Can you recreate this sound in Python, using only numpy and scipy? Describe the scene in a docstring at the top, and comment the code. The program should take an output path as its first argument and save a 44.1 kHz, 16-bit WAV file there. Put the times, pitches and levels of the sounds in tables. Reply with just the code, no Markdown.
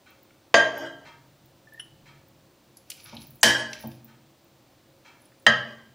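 """A small hard-walled kitchen: close by, a metal spoon serves rice from a glazed ceramic pot.
Three knocks ring the pot as a bank of decaying modes; the stove top under it swells in low modes.
Between them, clumps of tiny clicks make scrapes, noise puffs make ticks, and resonators squeak and ring a plate.
Further off a wall clock rattles its case about once a second, over shaped noise for room hiss, drones and hum.
The microphone hears the room's reverberation too; both channels are nearly alike."""
import sys
import numpy as np
from scipy import signal
from scipy.fft import rfft, irfft
from scipy.io import wavfile

SR = 44100
rng = np.random.default_rng(int(sys.argv[2]) if len(sys.argv) > 2 else 0)


def log_audio(samples):
    """Write samples as a 16-bit WAV file to the path given in sys.argv[1]."""
    # one column per channel
    frames = np.atleast_2d(samples).T
    # limit to full scale, then quantise
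    limited = np.clip(frames, -1, 1)
    pcm = np.round(limited * 32767).astype(np.int16)
    wavfile.write(sys.argv[1], SR, pcm)


N = 261954   # length in samples

# The pot's modes. Each entry: frequency in Hz.
POT_MODE_HZ = [495, 587, 624, 684, 822, 915, 1055, 1152, 1281, 1346, 1597, 1698, 1815, 1866, 1943, 1986,
               2480, 2965, 3080, 3149, 3935, 4390, 4640, 4805, 5110, 5510, 6480, 7900, 8480, 9690]
# How those modes answer. Each row: t60 in s, then strength in dB when struck at the first, second and third spot.
POT_SPOTS = [(0.15, -26, -43.5, -26.5), (0.28, -25, -34, -22.5), (0.45, -18, -31.5, -27),
             (0.11, -17, -30, -27.5), (0.2, -27, -29, -29.5), (0.2, -25.5, -32, -39),
             (0.199, -30.5, -28.5, -28.5), (0.17, -29, -39.5, -26.5), (0.2, -37, -47.5, -26.5),
             (0.2, -28.5, -52.5, -32.5), (0.25, -11, -17.5, -12), (0.29, -30.5, -16.5, -17),
             (0.2, -31.5, -32, -20.5), (0.2, -22.5, -20.5, -17), (0.13, -26.5, -29.5, -22.5),
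             (0.17, -30, -38, -19.5), (0.2, -42.5, -35.5, -34), (0.15, -23.5, -22, -17.5),
             (0.2, -31.5, -19.5, -44), (0.22, -19.5, -20, -15.5), (0.14, -40, -28, -30),
             (0.19, -45.5, -31, -49), (0.13, -37.5, -24, -47), (0.12, -31.5, -25.5, -24.5),
             (0.12, -39, -39.5, -35), (0.089, -30.5, -20, -33), (0.092, -27.5, -24.5, -30),
             (0.13, -54, -39.5, -64), (0.14, -51.5, -39, -81), (0.14, -53, -30, -46.5)]
# Noisy crack of each knock, one per spot. Each row: start in s, peak in dB, centre in Hz, width in octaves, t60 in s.
KNOCK_CRACKS = [(0.5412, -4, 1123, 3, 0.051), (3.43, -1.5, 2516, 3.86, 0.042),
                (5.465, -7, 1370, 2.8, 0.035)]
# Rice shaken against the glaze by a knock. Each row: start in s, peak in dB, centre in Hz, width in octaves, t60 in s.
RICE_SHAKES = [(.543, -32, 5200, 0.94, .15), (3.432, -9, 3500, 1.8, .3), (3.432, -22.5, 9500, 1., 0.29),
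               (3.432, -29.5, 15000, .25, .14), (5.467, -34.5, 4550, .9, .12)]
# Spoon chattering on the wall after each knock. Each row: level at the knock in dB, loss in dB per s.
SPOON_CHATTER = [(-20, 200), (-21, 120), (-30, 249.5)]
# Spoon sliding on the wall struck before. Each row: time of full level in s, length held in s, level in dB.
WALL_SLIDES = [(.77, 0.093, -45), (0.988, 0.094, -63.5), (5.68, 0.044, -55.5), (5.791, 0.032, -67.5)]
ATTACK_DB_PER_S, RELEASE_DB_PER_S = 394, 253.5   # how a slide or stroke swells and fades

# Sheet-metal stove top. Each row: frequency in Hz, t60 in s, relative level in dB.
STOVE_MODES = [(129.85, 0.43, -6), (225.5, .27, 0.4), (281, 0.5, -1.5), (336, 0.52, -0.2)]
# Pushes on the stove top. Each row: start in s, level in dB of the modes under 250 Hz, level in dB of those above.
STOVE_PUSHES = [(.545, -35.5, -34.5), (.79, -50, -41.5), (3.125, -42.5, -57.5), (3.15, -44, -55),
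                (3.441, -27, -34), (3.839, -34.5, -49), (5.47, -28, -54)]
# Dull noise of each push; its level is relative to the push's low modes.
THUD_DB, THUD_HZ, THUD_OCTAVES, THUD_T60_S = -7.5, 100.64, 1.2, 0.23
# The pot rocking on its grate. Each row: start in s, peak in dB.
POT_ROCKS = [(3.123, -38.5), (3.832, -32.5)]
ROCK_HZ, ROCK_OCTAVES, ROCK_T60_S = 670, 0.93, 0.12

# Strokes through the rice. Each row: time of full level in s, length held in s, rasp in dB, fine sizzle in dB.
RICE_STROKES = [(2.92, 0.07, -53.5, -59), (3.042, 0.029, -51, -58.5), (3.148, 0.069, -58, -68),
                (3.22, 0.047, -72, -57), (3.3, 0.14, -80, -69), (3.735, 0.067, -54, -56),
                (3.81, 0.016, -65, -62), (3.924, 0.041, -65, -71), (5.23, 0.029, -74, -66)]
# Colour of the rasp. Each row: frequency in Hz, relative density in dB per Hz.
RASP_SPECTRUM = [(710, -65.5), (1200, -15.5), (2090, -19), (2280, -4), (2870, -11.5), (5780, -10),
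                 (8000, -35.5), (10400, -58), (17600, -120)]
# Colour of the fine sizzle. Each row: frequency in Hz, relative density in dB per Hz.
SIZZLE_SPECTRUM = [(7500, -33), (9000, -12.5), (10800, 4.5), (12500, -7), (13700, -20), (15200, 0.5),
                   (16400, -9.5)]

# Bright ticks of grains and spoon edge. Each row: start in s, peak in dB, centre in Hz.
BRIGHT_TICKS = [(0.1042, -45, 15300), (0.2295, -44, 15100), (0.7786, -37, 12700), (1.4568, -49, 15200),
                (1.735, -45.5, 11700), (2.2835, -48, 15400), (2.7696, -41, 10700), (2.8991, -37, 9150),
                (3.0415, -38, 11100), (3.1509, -43.5, 11400), (3.2177, -51, 10700), (3.268, -37, 15500),
                (3.3054, -38, 15260), (3.356, -41, 15200), (3.806, -34, 15400), (3.8718, -31, 14800),
                (4.045, -36, 14900), (4.4436, -51, 14960), (5.2178, -49.5, 10830), (5.2541, -49.5, 9810),
                (5.3981, -53, 9920), (5.4234, -51, 15400)]
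TICK_OCTAVES, TICK_T60_S = 0.2, 0.031
# Duller contacts with the pot wall. Each row: start in s, peak in dB, centre in Hz, width in octaves.
WALL_TOUCHES = [(.306, -49.5, 1932, 0.92), (2.77, -44, 5530, .69), (2.902, -24, 5300, 2.74),
                (2.917, -30.5, 3334, 1.36), (3.167, -30.5, 3600, 0.61), (3.218, -36.5, 4810, 0.98),
                (3.412, -39, 6900, .29), (3.731, -24, 3220, 1.66), (3.916, -45, 3460, 1.44),
                (5.319, -51, 1700, 0.97)]
TOUCH_T60_S = 0.029

# Spoon edge squeaking on glaze. Each row: start in s, level in dB before a fixed cut, frequency in Hz, t60 in s.
GLAZE_SQUEAKS = [(1.6713, -46, 1772, 0.077), (1.7218, -45, 1760, 0.093), (1.7435, -42.5, 1808, 0.053),
                 (1.776, -41, 1810, 0.056)]
# The tap on the plate. One row: start in s, level in dB before a fixed cut.
PLATE_TAP_EVENT = [(1.794, -33)]
# The plate's modes. Each row: frequency in Hz, relative level in dB, t60 in s.
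PLATE_MODES = [(1800, -6, 0.029), (2064, -3.5, 0.032), (2820, -12, .05), (3018, -5, 0.16),
               (2985, 2.5, 0.047), (3230, -6, 0.075), (5460, -8, 0.024), (5640, -13, 0.057),
               (8600, -30, 0.028), (9600, 1, 0.032), (10270, 7, 0.038), (13700, -20, .025)]

# Wall clock ticks, before the loss with distance. Each row: start in s, peak of the rattle in dB.
CLOCK_TICKS = [(0.058, -46), (1.05, -40), (2.055, -41.5), (3.046, -43), (4.073, -49), (5.046, -41.5)]
# The clock case's modes. Each row: frequency in Hz, damping in Hz (t60 in s is 0.73 over it), relative level in dB.
CLOCK_CASE_MODES = [(956, 20, -0.5), (1280, 11, -11.5), (1478, 47, -2.5), (1830, 53, -4.5), (2330, 56, 1.5),
                    (2680, 44, -3.5), (3240, 27, -7), (4230, 97, -3.5)]

# Colour of the steady room noise. Each row: frequency in Hz, relative density in dB per Hz.
AIR_SPECTRUM = [(18, -50), (30, -27.5), (128, -3.5), (167, -15.5), (201, -10), (298, -9), (409, -16),
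                (547, -10.5), (835, -15.5), (1620, -22), (1840, -22.5), (4290, -23.5), (13400, -36),
                (15200, -23.5), (16500, -38)]
AIR_DB = -60.5
# Steady appliance tones. Each row: frequency in Hz, width in Hz, level in dB.
APPLIANCE_DRONES = [(200, 23, -74), (335.6, 37, -67.5), (539, 3, -72)]
# A low hum that wavers. Each row: time in s, level in dB.
HUM_LEVEL = [(0.0, -79.5), (0.58, -69.5), (0.76, -58.5), (1.3, -62.5), (1.74, -67), (2.03, -55.5),
             (2.2, -61), (2.84, -77), (3.03, -60), (3.3, -54.5), (3.49, -63.5), (3.79, -92), (3.99, -65),
             (4.43, -70), (5.03, -70.5), (5.64, -77), (5.94, -61)]
HUM_HZ, HUM_WIDTH_HZ = 136, 20

# The kitchen's reverberation time. Each row: frequency in Hz, t60 in s.
KITCHEN_T60 = [(100, 0.92), (260, .75), (700, 0.57), (1800, 0.48), (5000, 0.41), (9000, 0.3), (14000, 0.31)]
ROOM_DB = -9          # near sounds sent to the reverberation
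CUTOFF_HZ = 16650     # top of the recorded band


def pot(spread=0.023, neighbour_db=-9, flutter_db=4.5):
    """Each knock strikes every mode as strongly as its spot allows; the slide after it rubs the same modes."""
    times = np.array(KNOCK_CRACKS)[:, 0]
    count = len(POT_MODE_HZ)
    slides = rng.standard_normal(N) * rubbing()
    # the blow takes a moment to spread round the wall
    lags = rng.uniform(0, .003, (count, len(times)))
    offsets = rng.uniform(0.11, 1, (count, 2)) * [-spread, spread]
    # loose rice and the spoon touch the wall unevenly
    loads = flutter(rate_hz=45, count=count)
    ringing = 0
    for hz, (t60, *spots_db), lag, offset, load in zip(POT_MODE_HZ, POT_SPOTS, lags, offsets, loads):
        # friction feeds weak modes more evenly than a blow does
        friction = amp(0.78 * np.array(spots_db) - 17.0) @ slides
        drive = clicks(times + lag, spots_db) + friction
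        # the uneven wall gives every mode two weaker neighbours that die sooner
        neighbours = sum(ring(drive, hz * (1 + o), 0.83 * t60) for o in offset)
        mode = ring(drive, hz, t60) + amp(neighbour_db) * neighbours
        ringing = ringing + amp(flutter_db * load) * mode
    # the ringing is kept between 330 Hz and 8 kHz
    ringing = butter(2, [330, 8000], "band", ringing)
    return ringing + bursts(KNOCK_CRACKS, rise=0.036) + bursts(RICE_SHAKES, rise=0.0064)


def rubbing():
    """Gain of the friction at each struck spot: chatter after the knock, then the slides that follow it."""
    times, t = np.array(KNOCK_CRACKS)[:, 0], np.arange(N) / SR
    gains = np.array([(t > s) * amp(level_db - loss_db * np.abs(t - s))
                      for s, (level_db, loss_db) in zip(times, SPOON_CHATTER)])
    for s, length, level_db in WALL_SLIDES:
        last_spot = np.searchsorted(times, s) - 1
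        gains[last_spot] += stroke(s, length, level_db)
    return gains


def stove(swell_s=0.068):
    """A soft push makes each low mode swell, then die, over a dull thud; the rocking pot adds noise puffs."""
    times, low_db, high_db = np.transpose(STOVE_PUSHES)
    thuds = bursts([(s, db + THUD_DB, THUD_HZ, THUD_OCTAVES, THUD_T60_S) for s, db in zip(times, low_db)], rise=.12)
    rocks = bursts([(s, db, ROCK_HZ, ROCK_OCTAVES, ROCK_T60_S) for s, db in POT_ROCKS], rise=0.1)
    out = thuds + rocks
    for hz, t60, level_db in STOVE_MODES:
        # two resonances in a row swell before they die; scale one push to peak 1
        unit = np.abs(ring(ring(clicks([0], 0)[:SR], hz, t60), hz, swell_s)).max()
        peaks_db = level_db + (low_db if hz < 250 else high_db)
        out = out + ring(ring(clicks(times, peaks_db), hz, t60), hz, swell_s) / unit
    return out


def scrape(per_s):
    """Uneven micro-contacts of rice and steel, coming in clumps."""
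    clumps = amp(10 * np.array(flutter(rate_hz=23, count=2)))
    born = rng.random((2, N)) < per_s * clumps / SR
    sizes = amp(2.9 * rng.exponential(1, (2, N)))
    grains = born * sizes * rng.choice([-1, 1], (2, N))
    rasp = coloured(RASP_SPECTRUM, grains[0])
    sizzle = coloured(SIZZLE_SPECTRUM, grains[1])
    return sum(stroke(s, length, rasp_db) * rasp + stroke(s, length, sizzle_db) * sizzle
               for s, length, rasp_db, sizzle_db in RICE_STROKES)


def contacts():
    """Short ticks and touches of the spoon, each a dying puff of band noise."""
    ticks = bursts([(*row, TICK_OCTAVES, TICK_T60_S) for row in BRIGHT_TICKS])
    touches = bursts([(*row, TOUCH_T60_S) for row in WALL_TOUCHES])
    return ticks + touches


def plate_and_squeaks():
    """A light noisy contact rings the plate's modes; squeaks of the spoon on glaze are short tones."""
    (s, tap_db), = PLATE_TAP_EVENT
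    contact = bursts([(s, tap_db - 24, 3200, 2.8, .04)], rise=0.16)
    tap = sum(amp(level_db) * ring(contact, hz, t60) for hz, level_db, t60 in PLATE_MODES)
    # each squeak swells over a few milliseconds: a tone through its own resonance
    squeaks = sum(ring(ring(clicks([s], level_db - 32), hz, t60), hz, 0.013)
                  for s, level_db, hz, t60 in GLAZE_SQUEAKS)
    return tap + squeaks


def clock():
    """The stepping works rattle the case for a few hundredths of a second, and its modes ring."""
    rattle = bursts([(s, level_db, 2400, 2.3, .12) for s, level_db in CLOCK_TICKS], rise=0.034)
    case = sum(amp(level_db - 24) * ring(rattle, hz, 0.73 / damping_hz)
               for hz, damping_hz, level_db in CLOCK_CASE_MODES)
    return rattle + case


def air():
    """Steady room noise is shaped noise; appliance tones and the wavering hum are narrow resonances of noise."""
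    hiss = amp(AIR_DB) * coloured(AIR_SPECTRUM, rng.standard_normal(N))
    drones = sum(amp(level_db) * tone(hz, width_hz) for hz, width_hz, level_db in APPLIANCE_DRONES)
    hum = gain_curve(HUM_LEVEL) * tone(HUM_HZ, HUM_WIDTH_HZ)
    return hiss + drones + hum


def room(x):
    """Reverberation: noise that builds up, slowly in the bass, and dies at its own rate in each half octave."""
    t, tail = np.arange(SR) / SR, 0
    white = rng.standard_normal((2, SR))
    for k, low in enumerate(40 * 2 ** np.arange(0, 9, .5)):
        band = butter(2, [low, low * np.sqrt(2)], "band", white[k % 2])
        build_up = 1 - np.exp(-t / (0.0023 + 4. / low))
        tail = tail + band * build_up * amp(-60 * t / at_hz(KITCHEN_T60, low))
    return signal.fftconvolve(x, tail / np.sqrt(np.sum(tail ** 2)))[:N]


def amp(db):
    """dB to gain."""
    return 10 ** (np.asarray(db) / 20)


def rms_one(x):
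    """Scale to rms 1."""
    return x / np.sqrt(np.mean(x ** 2) + 1e-20)


def butter(order, hz, kind, x):
    """Butterworth filter of this order and kind."""
    return signal.sosfilt(signal.butter(order, hz, kind, fs=SR, output="sos"), x)


def gain_curve(rows):
    """A dB curve as gain in time."""
    s, level_db = np.transpose(rows)
    return amp(np.interp(np.arange(N) / SR, s, level_db))


def at_hz(points, hz):
    """Read a spectrum on a log-frequency axis."""
    points_hz, values = np.transpose(points)
    return np.interp(np.log(hz), np.log(points_hz), values)


def coloured(spectrum, source):
    """Give a flat source this spectrum; rms 1."""
    hz = np.maximum(np.arange(N // 2 + 1) * SR / N, 1)
    return rms_one(irfft(rfft(source) * amp(at_hz(spectrum, hz)), N))


def ring(drive, hz, t60):
    """Two-pole resonance: a unit click sets a decaying sine of height 1 ringing."""
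    r, w = amp(-60 / (t60 * SR)), 2 * np.pi * hz / SR
    return signal.lfilter([0, np.sin(w)], [1, -2 * r * np.cos(w), r * r], drive + 1e-18)


def tone(hz, width_hz):
    """Noise in one narrow resonance; rms 1."""
    t60 = np.log(1000) / np.pi / width_hz
    return rms_one(ring(rng.standard_normal(N), hz, t60))


def clicks(times, level_db):
    """Single clicks at these moments."""
    out = np.zeros(N)
    out[np.round(np.asarray(times) * SR).astype(int)] = amp(level_db)
    return out


def bursts(rows, rise=0.0056):
    """Each row is a dying puff of noise in one band; it swells over this share of its t60."""
    out, white = np.zeros(N), rng.standard_normal(N + SR)
    for s, level_db, hz, octaves, t60 in rows:
        at, t = round(s * SR), np.arange(int(t60 * SR)) / SR
        edges = hz * 2 ** (np.array([-.5, .5]) * octaves)
        edges = np.clip(edges, 20, .45 * SR - np.array([500, 0]))
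        shape = (1 - np.exp(-t / (rise * t60))) * amp(-60 * t / t60)
        puff = butter(3, edges, "band", white[at:at + len(t)] * shape)
        out[at:at + len(t)] += (amp(level_db) * puff / np.abs(puff).max())[:N - at]
    return out


def stroke(s, length, level_db):
    """Gain that swells up to s, holds and fades."""
    t = np.arange(N) / SR - s
    swell_db = ATTACK_DB_PER_S * np.minimum(t, 0)
    fade_db = RELEASE_DB_PER_S * np.maximum(t - length, 0)
    return amp(level_db + swell_db - fade_db)


def flutter(rate_hz, count):
    """Rows of slow chance: random steps of spread 1, joined by straight lines."""
    steps = rng.standard_normal((count, int(N / SR * rate_hz) + 2))
    return [np.interp(np.arange(N) / SR * rate_hz, np.arange(len(row)), row) for row in steps]


def scene():
    """Near sounds arrive direct and reflected, the clock mostly reflected."""
    near = pot() + stove() + scrape(per_s=2000.0) + contacts()
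    plate, far = plate_and_squeaks(), clock()
    direct = near + plate + amp(-8.0) * far
    reflected = room(amp(ROOM_DB) * near + amp(-12) * plate + amp(-1.5) * far)
    mono = direct + reflected + air()
    return np.array([mono, mono])


def record(dry):
    """Peaks are rounded, the deep bass is lost, the channels differ a little in the treble only, the top is cut."""
    rounded = 0.91 * np.tanh(dry[0] / 0.92)
    mid = butter(1, 30, "high", rounded)
    smear = rng.standard_normal(1500) * np.exp(-np.arange(1500) / 500)
    side = butter(8, 6000, "high", signal.fftconvolve(mid, smear)[:N])
    both = mid + amp(-33.5) * side * [[1], [-1]]
    return signal.sosfilt(signal.cheby2(12, 60, CUTOFF_HZ, fs=SR, output="sos"), both)


dry = scene()
out = record(dry)
log_audio(out)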